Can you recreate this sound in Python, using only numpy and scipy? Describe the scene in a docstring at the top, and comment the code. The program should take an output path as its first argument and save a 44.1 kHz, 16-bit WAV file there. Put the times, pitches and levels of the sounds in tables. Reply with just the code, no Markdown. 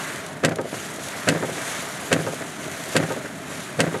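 """Windscreen wipers clack every 0.84 s, heard inside a car driving through a downpour.
The cause is backlash: at the bottom of each sweep the loose linkage takes up its slack in an impact,
the cowl booms in its resonant modes and the blades shudder back; at the top they turn with a faint bump.
Rain, a mass of random impacts, hisses and ticks on the glass and patters on the body.
Underneath, tyres and wind send a low rumble through the body."""
import sys
import numpy as np
from scipy import signal
from scipy.fft import rfft, irfft
from scipy.io import wavfile
from scipy.ndimage import uniform_filter1d

SR = 44100
rng = np.random.default_rng(int(sys.argv[2]) if len(sys.argv) > 2 else 0)


def int16_out(signal):
    """Quantize to a 16-bit WAV file."""
    q = np.round(np.clip(np.atleast_2d(signal).T, -1, 1) * 32767)
    wavfile.write(sys.argv[1], SR, q.astype(np.int16))


N = 176400

# Wiper strokes, timed at the clack: start_s, level_db
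STROKE_TIMES = [(-.39, 0), (0.4483, 1.5), (1.2875, 2), (2.1279, 1.5), (2.9653, 1.5), (3.804, 1)]
def wipers():
    """Superposition: the impacts, friction and resonances of each stroke add up."""
    return linkage() + scrape() + clack() + housing() + cowl() + blades()


# Knocks around each clack, the last two at the top of the sweep: offset_s, level_db, bass_db, treble_db
KNOCK_PATTERN = [(-.0185, -4.5, 6, -12.5), (-.0115, 0, 5.5, 6), (-.0075, 1, -8, -2.5), (.002, -3, 3, 2),
                 (.014, -6, -2, 2), (0.0251, -5.5, -2.5, -13), (0.0347, -3, 4, 0), (0.046, -12, 6, 4.5),
                 (0.0619, -3, -8, -1.5), (.071, -7, 8, 3), (.082, -7, -4.5, -11), (.120, -8.5, 4, -22),
                 (.137, -5.5, -2, 0), (.1445, -2.5, -4.5, -18), (.156, -11, 4, -9), (0.197, -10, -3, -14),
                 (.206, -6, -5, -13), (.281, -7.5, -4, -5), (.292, -10, -2, 6.5), (.535, -12.5, -3, -15),
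                 (0.548, -16, 1, -5)]
# Spectrum of a knock: frequency_hz, level_db
KNOCK_SPECTRUM = [(30, -36), (70, -26), (110, -2.5), (160, 0), (210, -5.5), (290, 3), (360, -1.5),
                  (530, 1.5), (680, -2), (850, -12), (1100, -13.5), (1600, -8), (2000, -13), (3000, -26),
                  (5000, -31), (9000, -41), (14000, -60)]
def linkage(level_db=20.5, variation=0.41):
    """Repeated impact: the arms reverse and the blades shudder in dull knocks, alike at each stroke."""
    out = np.zeros(N)
    for offset_s, knock_db, bass_db, treble_db in KNOCK_PATTERN:
        common = knock_ring()
        for start_s, stroke_db in STROKE_TIMES:
            ring = np.sqrt(1 - variation ** 2) * common + variation * knock_ring()
            knock = colour(ring, KNOCK_SPECTRUM, bass_db, treble_db)
            add(out, start_s + offset_s, amp(level_db + knock_db + stroke_db) * knock)
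    return out


# Decay of a knock by band: frequency_hz, t60_s
KNOCK_DECAY = [(100, 0.093), (500, 0.0683), (1500, 0.064), (8000, 0.055)]
def knock_ring():
    """Frequency-dependent damping: the higher bands of a knock die sooner."""
    spectra = [rfft(burst(t60_s)) for _, t60_s in KNOCK_DECAY]
    hz = np.linspace(0, SR / 2, len(spectra[0]))
    centres = [centre for centre, _ in KNOCK_DECAY]
    nearness = [log_interp([(f, float(f == centre)) for f in centres], hz) for centre in centres]
    bands = [spectrum * (near == np.max(nearness, 0)) for spectrum, near in zip(spectra, nearness)]
    return irfft(sum(bands))[:len(hz)]


# The clack and its two reflections: offset_s, level_db
CLACK_REFLECTIONS = [(0, 1.5), (.0037, -11), (.0095, -8)]
# Spectrum of the clack and the scrape: frequency_hz, level_db
CLACK_SPECTRUM = [(30, -21), (80, -17), (160, -13), (210, -10), (300, -2), (450, -0.5), (700, -1.5),
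                  (1100, -9), (1700, -3), (2250, -5.5), (2700, 0.5), (3300, -4.5), (4500, -4), (5400, -9.5),
                  (7800, -6), (10500, -14), (13000, -26.5), (16000, -50)]
def clack(level_db=13.5, tail_db=-4.5):
    """Backlash: the slack closes with a hard crack, echoed twice off the cabin; reflections add a tail."""
    out = np.zeros(N)
    for offset_s, impact_db in CLACK_REFLECTIONS:
        crack = burst(t60_s=0.014)
        for start_s, stroke_db in STROKE_TIMES:
            tail = amp(tail_db) * burst(t60_s=0.062)
            impact = colour(crack + tail, CLACK_SPECTRUM)
            add(out, start_s + offset_s, amp(level_db + impact_db + stroke_db) * impact)
    return out


def scrape(length_s=0.015, level_db=-22, rise_db=7):
    """Sliding friction: the loose joint rasps through its slack, growing louder up to the clack."""
    out = np.zeros(N)
    progress = np.arange(SR // 20) / SR / length_s
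    swell = (progress < 1) * amp(rise_db * (np.minimum(progress, 1) - 1.5))
    for start_s, stroke_db in STROKE_TIMES:
        rasp = colour(rng.standard_normal(len(swell)) * swell, CLACK_SPECTRUM)
        add(out, start_s - length_s, amp(level_db + stroke_db) * rasp)
    return out


# Modes of the linkage housing: pitch_hz, level_db, t60_s
HOUSING_MODES = [(1573, -22.5, 0.052), (1933, -19.5, 0.055), (2135, -24, 0.06), (2595, -20, 0.047),
                 (2770, -31, 0.053)]
def housing():
    """Impulse response: the clack rings the hollow housing."""
    return stroke_resonance(HOUSING_MODES, offset_s=0, rise_s=0.00044)


# Modes of cowl and cabin: pitch_hz, level_db, t60_s
COWL_MODES = [(161.1, -18.5, 0.39), (247, -19, 0.21), (288, -21.5, 0.21), (495, -26.5, 0.16),
              (609, -29.5, 0.33), (780, -35, 0.35), (1540, -40, 0.28), (1990, -28.5, 0.13),
              (2550, -46, .12)]
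def cowl():
    """Resonance: the reversal at the bottom of the sweep sets cowl and cabin booming."""
    return stroke_resonance(COWL_MODES, offset_s=-0.012, rise_s=0.012)


# Modes of the wiper arms: pitch_hz, level_db, t60_s
ARM_MODES = [(372, -26, 0.12), (436.5, -30, 0.14), (522, -21, 0.11), (627, -31.5, 0.091),
             (805, -29.5, 0.16), (915, -30.5, 0.13), (1248, -26.5, 0.08), (1580, -38, .12)]
def blades():
    """Free vibration: the arms ring as the blades flop over to start back up."""
    return stroke_resonance(ARM_MODES, offset_s=0.1395, rise_s=0.0042)


# Strength of the rain: time_s, hiss_db, patter_db
RAIN_STRENGTH = [(0, -37, -32.5), (0.141, -40, -35), (.38, -50.5, -42), (.6, -53.5, -46.5),
                 (.74, -39, -37.5), (.98, -42, -39), (1.12, -39, -34.5), (1.42, -41.5, -38),
                 (1.72, -35, -32), (1.96, -39.5, -36.5), (2.1, -39.5, -37), (2.56, -43, -39),
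                 (2.92, -38, -35), (3.1, -41, -37), (3.36, -47.5, -42), (3.56, -41, -37.5),
                 (3.76, -45, -40), (4, -44.5, -38.5)]
# Spectrum of rain on the glass: frequency_hz, level_db
GLASS_SPECTRUM = [(1000, -17.5), (2200, -0.5), (3300, 1), (4200, -1.5), (5100, -4), (6000, 0), (6800, 2),
                  (8000, -1), (10300, -2), (12000, -7.5), (14000, -19), (15800, -59)]
# Spectrum of rain on the body: frequency_hz, level_db
BODY_SPECTRUM = [(200, -19.5), (500, -0.5), (650, 4), (800, -2), (1050, -0.5), (1250, 1), (1580, 2.5),
                 (2100, 0), (2600, -6.5), (4000, -12.5), (9000, -37)]
# Single big drops on the glass: start_s, level_db
BIG_DROPS = [(.160, -5), (0.264, -5), (0.492, -5), (.558, -2.5), (.613, -9), (.961, -6), (1.0368, -3.5),
             (1.0848, -1), (2.343, -4), (2.715, -5), (3.122, -4)]
def rain(noise_db=1, ticks_db=-6.5, splats_db=-2.5):
    """Incoherent addition: impacts merge into noise that swells and eases; a few big drops stand out."""
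    time_s, hiss_db, patter_db = np.transpose(RAIN_STRENGTH)
    t = np.arange(N) / SR
    hiss = amp(noise_db) * drifting_noise(GLASS_SPECTRUM, patch_db=1.2, flicker_db=1.5)
    glass = hiss + amp(ticks_db) * small_drops()
    body = amp(noise_db) * drifting_noise(BODY_SPECTRUM, patch_db=1.2, flicker_db=0.5)
    out = glass * amp(np.interp(t, time_s, hiss_db)) + body * amp(np.interp(t, time_s, patter_db))
    for start_s, drop_db in BIG_DROPS:
        add(out, start_s, amp(splats_db + drop_db) * colour(burst(t60_s=0.029), GLASS_SPECTRUM))
    return out


def small_drops(spots=16, drops_per_s=1000, spread_db=5):
    """Shot noise: drops tick at random times, each spot of the glass with its own ring."""
    out = np.zeros(N)
    for _ in range(spots):
        sizes = amp(spread_db * np.minimum(rng.exponential(1, N), 4.5))
        hits = sizes * (rng.random(N) < drops_per_s / spots / SR)
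        out += signal.oaconvolve(hits, burst(t60_s=0.0103))[:N]
    return unit_rms(colour(out, GLASS_SPECTRUM))


# Spectrum of the road rumble: frequency_hz, level_db
ROAD_SPECTRUM = [(20, -38), (50, -37), (70, -19), (88, -8), (110, -7), (155, 1), (215, -4.5), (280, -2),
                 (340, -6.5), (420, -3.5), (500, -18), (640, -4), (780, -16), (2000, -26), (8000, -60)]
def road(level_db=-37.5):
    """Sound transmission: tyres and wind rumble through the body."""
    return amp(level_db) * drifting_noise(ROAD_SPECTRUM, patch_db=0.75, flicker_db=1.54)


def stroke_resonance(modes, offset_s, rise_s):
    """Modal synthesis: a sum of damped sines swells and rings out once in every stroke."""
    out, t = np.zeros(N), np.arange(SR // 2) / SR
    ring = sum(amp(db) * decay(t, t60_s) * np.sin(2 * np.pi * hz * t + rng.uniform(0, 2 * np.pi))
               for hz, db, t60_s in modes)
    attack = 1 - np.exp(-t / rise_s)
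    for start_s, stroke_db in STROKE_TIMES:
        add(out, start_s + offset_s, amp(stroke_db) * ring * attack)
    return out


def burst(t60_s, size=8192, passes=4):
    """Modal overlap: a struck panel rings as dying noise, here with an even spectrum and energy 1."""
    t = np.arange(size) / SR
    gate = np.arange(size) < min(t60_s * SR, size / 2)
    ring = rng.standard_normal(size) * decay(t, t60_s)
    for _ in range(passes):
        spectrum = rfft(ring)
        whitened = irfft(spectrum / (abs(spectrum) + 1e-12))
        ring = whitened * decay(t, 10 * t60_s) * gate
    return ring / np.linalg.norm(ring)


def drifting_noise(spectrum, patch_db, flicker_db, size=512):
    """Amplitude modulation: patches of a noise spectrum drift while all bands flicker together."""
    hop = size // 4
    frames, bins = N // hop + 8, size // 2 + 1
    real, imag, patches = rng.standard_normal((3, frames, bins))
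    patches = uniform_filter1d(patches, size=24, axis=0)
    patches = unit_rms(uniform_filter1d(patches, size=8, axis=1))
    flicker = unit_rms(uniform_filter1d(rng.standard_normal(frames), size=5))[:, None]
    spectrogram = (real + 1j * imag) * amp(patch_db * patches + flicker_db * flicker)
    noise = signal.istft(spectrogram.T, nperseg=size, noverlap=size - hop)[1]
    return unit_rms(colour(noise, spectrum)[-N:])


def colour(x, spectrum, bass_db=0, treble_db=0, bass_hz=288, treble_hz=1480, size=4096):
    """Minimum-phase filter: imposes a spectrum, with bass and treble shelves."""
    hz = abs(np.fft.fftfreq(size, 1 / SR))
    bass = bass_db / (1 + (hz / bass_hz) ** 4)
    treble = treble_db * (1 - 1 / (1 + (hz / treble_hz) ** 4))
    log_gain = np.log(amp(log_interp(spectrum, hz) + bass + treble))
    response = np.exp(np.conj(signal.hilbert(log_gain)))
    taps = np.fft.ifft(response).real[:size // 2]
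    return signal.fftconvolve(x, taps)[:len(x)]


def log_interp(points, hz):
    """Interpolation on a log-frequency axis."""
    point_hz, value = np.transpose(points)
    return np.interp(np.log(hz + 1), np.log(point_hz + 1), value)


def decay(t, t60_s):
    """Exponential decay: 60 dB in t60_s."""
    return np.exp(-np.log(1000) * t / t60_s)


def amp(db):
    """Decibels to amplitude ratio."""
    return 10 ** (np.asarray(db) / 20)


def unit_rms(x):
    """Normalisation to rms 1."""
    return x / np.sqrt(np.mean(x ** 2) + 1e-20)


def add(mix, start_s, sound):
    """Delay and sum: mixes a sound in at start_s."""
    at = round(start_s * SR)
    sound = sound[max(-at, 0):]
    part = mix[max(at, 0):][:len(sound)]
    part += sound[:len(part)]


def scene():
    """Superposition: wipers, rain and road add at one point behind the windscreen."""
    return (wipers() + rain() + road())[None]


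def record(dry, ceiling=1.4, cutoff_hz=15800):
    """Saturation: the microphone rounds off the highest peaks; a low-pass then limits the band."""
    soft = ceiling * np.tanh(dry / ceiling)
    lowpass = signal.firwin(511, cutoff_hz, window=("kaiser", 9), fs=SR)
    return signal.oaconvolve(soft, lowpass[None], "same")


dry = scene()
out = record(dry)
int16_out(out)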